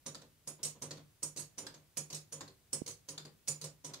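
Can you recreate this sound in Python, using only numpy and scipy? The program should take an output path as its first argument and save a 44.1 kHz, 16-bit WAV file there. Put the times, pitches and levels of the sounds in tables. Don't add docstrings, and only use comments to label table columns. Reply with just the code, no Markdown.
import sys
import numpy as np
from scipy import signal
from scipy.fft import rfft, irfft, next_fast_len
from scipy.io import wavfile
from scipy.ndimage import map_coordinates

SR = 44100
rng = np.random.default_rng(int(sys.argv[2]) if len(sys.argv) > 2 else 0)


def to_wav(s):
    ch = np.atleast_2d(s).T
    pcm = np.round(np.clip(ch, -1, 1) * 32767)
    wavfile.write(sys.argv[1], SR, pcm.astype(np.int16))


N = 176400
LIFE = np.arange(SR // 2) / SR

# (frequency [Hz], level [dB])
RELEASE_COLOUR = [(300, -41), (1100, -4.5), (2400, -7), (3500, -1), (5200, 5), (6000, 13.5), (7700, -5),
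                  (9500, -2), (10500, -13), (15500, -18)]


def amp(db):
    return 10 ** (np.asarray(db) / 20)


def unit(x):
    return x / np.sqrt(np.mean(x ** 2) + 1e-20)


def along(points, hz):
    f, v = np.transpose(points)
    return np.interp(np.log(hz + 1), np.log(f + 1), v)


def add(out, s, x):
    i = max(round(s * SR), 0)
    out[:, i:i + x.shape[1]] += x[:, :max(N - i, 0)]


def noise(spectrum, size, lean=True):
    # (frequency [Hz], correlation [ratio])
    likeness = [(30, 0.26), (130, 0.96), (500, 0.92), (1200, 0.37), (4000, 0.25), (12000, 0.1)]
    # (frequency [Hz], level [dB])
    right_lift = [(100, 0.1), (1200, 0), (2400, 1.5), (5000, 0), (8000, 3), (13000, 0.5)]
    hz = np.fft.rfftfreq(size, 1 / SR)
    width = np.arccos(np.clip(along(likeness, hz), -1, 1)) / 2
    coloured = rfft(rng.standard_normal((2, size))) * amp(along(spectrum, hz))
    mid, side = coloured * [np.cos(width), np.sin(width)]
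    balance = amp(np.outer([-1, 1], along(right_lift, hz)) * lean)
    return unit(irfft(np.array([mid + side, mid - side]) * balance, size))


def room(x, wet_db, build_s=0.0027):
    # (frequency [Hz], t60 [s])
    decay_times = [(150, 0.69), (600, 0.34), (2000, 0.28), (5000, 0.21), (10000, 0.17), (15000, 0.25)]
    hz, t, bands = signal.stft(rng.standard_normal((2, len(LIFE))), SR, nperseg=256)
    decay = amp(-60 * t / along(decay_times, hz)[:, None])
    tail = signal.istft(bands * decay, SR, nperseg=256)[1][:, :len(LIFE)]
    tail *= 1 - np.exp(-LIFE / build_s)
    tail /= np.linalg.norm(tail, axis=1, keepdims=True)
    return x + amp(wet_db) * signal.fftconvolve(x, tail, axes=1)[:, :len(LIFE)]


def ring(modes, rise_s, scatter_db, spread_rad, detune=0, blur_hz=0):
    hz, db, t60 = np.transpose(modes)
    gain = amp(db + scatter_db * rng.standard_normal(len(hz))) / np.linalg.norm(amp(db))
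    phase = 2 * np.pi * rng.random(len(hz)) + spread_rad * rng.standard_normal((2, len(hz)))
    hz = hz * (1 + detune * rng.standard_normal(len(hz)))
    drift = np.cumsum(rng.standard_normal((len(hz), len(LIFE))), axis=1)
    drift *= np.sqrt(2 * np.pi * blur_hz / SR)
    waves = np.exp(np.outer(2j * np.pi * hz - np.log(1000) / t60, LIFE) + 1j * drift)
    ringing = ((gain * np.exp(1j * phase)) @ waves).imag
    return np.sqrt(2) * ringing * (1 - np.exp(-LIFE / rise_s))


def room_tone():
    # (frequency [Hz], level [dB])
    colour = [(20, -16), (55, -1), (100, -0.5), (150, -1.5), (220, -9.5), (400, -14), (1000, -18.5),
              (3300, -19), (9000, -19.5), (15000, -20.5)]
    return amp(-69) * noise(colour, N, lean=False)


def grained(x, depth_db=4, spacing_hz=132.7):
    place = np.fft.rfftfreq(x.shape[1], 1 / SR) / spacing_hz
    ripple = map_coordinates(rng.standard_normal(size=400), [place], mode="mirror")
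    return unit(irfft(rfft(x) * amp(depth_db * ripple), x.shape[1]))


def click(colour, t60=0.021, room_db=0, bounces=3):
    mean_gap_s, loss_db = .0028, 0.5
    gaps = mean_gap_s * (.5 + rng.random(bounces))
    age = LIFE - (np.cumsum(gaps) - gaps[0])[:, None]
    contacts = (age >= 0) * amp(-60 * abs(age) / t60 - loss_db * np.arange(bounces)[:, None])
    envelope = np.sqrt(2) * np.linalg.norm(contacts, axis=0)
    return room(envelope * grained(noise(colour, len(LIFE))), room_db)


def brush(out, s, click_db, lead_s=.0055):
    add(out, s - lead_s, amp(click_db - 21.5) * click(RELEASE_COLOUR))


def knock(rise_s=0.017, t60=0.2):
    # (frequency [Hz], level [dB])
    colour = [(25, -61), (70, -22), (130, 0.5), (300, -3), (560, -3), (800, -11.5), (1100, -10),
              (1700, -17.5), (3500, -16.5), (8000, -39)]
    # (frequency [Hz], level [dB], t60 [s])
    frame_modes = [(104, -10, 0.58), (286.8, 0.5, 0.25), (385.4, -4, 0.29), (473.3, -1, 0.23),
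                   (540.8, 2, 0.19), (985, -1.5, 0.12), (1141, -8, 0.07)]
    body = noise(colour, len(LIFE)) * (1 - np.exp(-LIFE / rise_s)) * amp(-60 * LIFE / t60)
    frame = ring(frame_modes, rise_s=0.013, scatter_db=4, spread_rad=0.08)
    return 2 * room(body, wet_db=-12) + frame


def hum(hz=150.35, swell_s=0.042, t60=0.28):
    envelope = (1 - np.exp(-(LIFE / swell_s) ** 2)) * amp(-60 * LIFE / t60)
    return np.pi * envelope * np.sin(2 * np.pi * hz * LIFE) * np.ones((2, 1))


def shake_frame(out, s, knock_db, hum_db, lead_s=.0055):
    add(out, s - lead_s, amp(knock_db) * knock() + amp(hum_db) * hum())


def jingle(snap_db=-6.5, snap_t60=0.009):
    # (frequency [Hz], level [dB], t60 [s])
    modes = [(4340, -17, 0.12), (5680, -31, 0.18), (5920, -11.5, 0.17), (6140, -16, 0.2),
             (6730, -5.5, 0.15), (6635, -2.5, 0.1), (7010, -4, 0.19), (7960, -1, 0.098),
             (8330, -11.5, 0.14), (8360, 5, 0.083), (9560, 0, 0.13), (9920, -2.5, 0.071),
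             (9710, -1.5, 0.12), (11300, -8, 0.095), (12700, -20, 0.11), (15000, -18, .08),
             (16000, -17, 0.087)]
    # (frequency [Hz], level [dB])
    snap_colour = [(3000, -22), (6500, -2.5), (9000, -5), (11500, -2), (13500, -11), (15500, 2)]
    metal = ring(modes, rise_s=0.0027, scatter_db=2.5, spread_rad=1.0, detune=.003, blur_hz=42)
    snap = amp(snap_db - 60 * LIFE / snap_t60) * noise(snap_colour, len(LIFE), lean=False)
    return room(metal + snap, wet_db=-2.5) * amp([[-4], [4]])


def heavy_blow(out, colour, s, click_db, metal_db, knock_db, hum_db):
    add(out, s, amp(click_db) * click(colour) + amp(metal_db) * jingle())
    shake_frame(out, s, knock_db, hum_db)


def wheel_releases(out):
    # (time [s], click [dB], metal [dB], knock [dB], hum [dB])
    blows = [(.063, -42.5, -43, -48.5, -51), (.821, -43, -39.5, -47.5, -47), (1.581, -42.5, -42, -50, -71),
             (2.324, -45, -40.5, -52, -50), (3.087, -43, -43, -55, -53.5), (3.846, -44.5, -44, -52, -50)]
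    for s, click_db, *levels in blows:
        brush(out, s, click_db)
        heavy_blow(out, RELEASE_COLOUR, s, click_db, *levels)


def lever_ticks(out):
    # (time [s], click [dB], knock [dB], hum [dB])
    ticks = [(.147, -44.5, -54.5, -55), (.218, -56.5, -59.5, -63), (0.9086, -42, -50.5, -49),
             (0.972, -55.5, -56.5, -51), (1.667, -41.5, -55, -59), (1.742, -53.5, -58, -61),
             (2.408, -43.5, -53, -53), (2.478, -53.5, -64, -74), (3.178, -41.5, -56, -52),
             (3.251, -50.5, -56, -60.5), (3.936, -42, -55.5, -66)]
    # (frequency [Hz], level [dB])
    colour = [(300, -18.5), (1000, -9), (1600, -6.5), (3000, -20), (3600, -1), (4600, 0), (5300, -7.5),
              (6700, -3), (8500, -11.5), (11000, -20.5), (15500, -29.5)]
    for s, click_db, knock_db, hum_db in ticks:
        add(out, s, amp(click_db) * click(colour, t60=0.014, room_db=-3, bounces=4))
        shake_frame(out, s, knock_db, hum_db)


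def pallet_catches(out):
    # (time [s], click [dB], metal [dB], knock [dB], hum [dB])
    blows = [(.474, -45, -38.5, -50.5, -52.5), (1.229, -40, -32, -51.5, -48.5),
             (1.971, -38, -32.5, -49, -46), (2.730, -37, -33.5, -47.5, -49.5), (3.476, -43, -48, -61, -66),
             (3.481, -37.5, -30, -49, -44.5)]
    # (frequency [Hz], level [dB])
    colour = [(300, -21), (1000, -9), (1500, -14.5), (2200, -11), (3800, -9.5), (5300, 4.5), (6500, 1),
              (7700, -8.5), (9500, -0.5), (10500, -16), (15500, -25)]
    for s, click_db, *levels in blows:
        brush(out, s, click_db)
        heavy_blow(out, colour, s, click_db, *levels)


def wheel_shifts(out):
    # (time [s], level [dB])
    shifts = [(.585, -60), (.748, -62), (0.863, -59), (1.625, -54), (2.366, -59), (3.13, -57.5),
              (3.885, -52.5), (3.987, -57)]
    for s, db in shifts:
        add(out, s, amp(db) * knock())


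def arm_landings(out):
    # (time [s], click [dB], metal [dB], knock [dB], hum [dB])
    blows = [(.631, -37.5, -36, -53, -47.5), (.649, -39.5, -34.5, -53, -56.5),
             (1.363, -48.5, -49, -54.5, -73), (1.372, -43, -42, -55, -48), (1.392, -49, -39, -54, -65),
             (1.421, -52.5, -59, -72, -67), (2.102, -46, -69, -54.5, -51), (2.128, -42.5, -58, -52, -49.5),
             (2.146, -46, -41, -60, -73), (2.166, -51, -66, -81, -60), (2.863, -43.5, -60, -56.5, -69),
             (2.877, -43.5, -40.5, -53, -62), (2.905, -48.5, -57, -79, -70),
             (3.614, -44.5, -58, -55.5, -45.5), (3.641, -43.5, -45, -50.5, -81)]
    # (frequency [Hz], level [dB])
    colour = [(300, -28), (1000, -22.5), (2000, -14.5), (2900, -7), (3400, -11.5), (4200, -0.5),
              (6800, 2.5), (7800, -5.5), (10000, -9), (11800, -11), (13500, -23), (15500, -15)]
    for blow in blows:
        heavy_blow(out, colour, *blow)


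def microphone_bump(at_s=2.8178, start_hz=354, sag_s=0.0066, rise_s=0.0016):
    t = np.maximum(np.arange(N) / SR - at_s, 0)
    cycles = start_hz * sag_s * (1 - np.exp(-t / sag_s))
    envelope = (t / rise_s * np.exp(1 - t / rise_s)) ** 2
    return -np.sin(2 * np.pi * cycles) * envelope * amp([[-45], [-24]])


def scene():
    out = room_tone()
    wheel_releases(out)
    lever_ticks(out)
    pallet_catches(out)
    wheel_shifts(out)
    arm_landings(out)
    return out + microphone_bump()


def record(dry):
    left_lag_s, top_hz = .00003, 15700
    size = next_fast_len(N + SR // 2)
    hz = np.fft.rfftfreq(size, 1 / SR)
    lag = np.exp(-1j * np.pi * left_lag_s * np.outer([1, -1], hz))
    return irfft(rfft(dry, size) * lag * (hz < top_hz), size)[:, :N]


dry = scene()
out = record(dry)
to_wav(out)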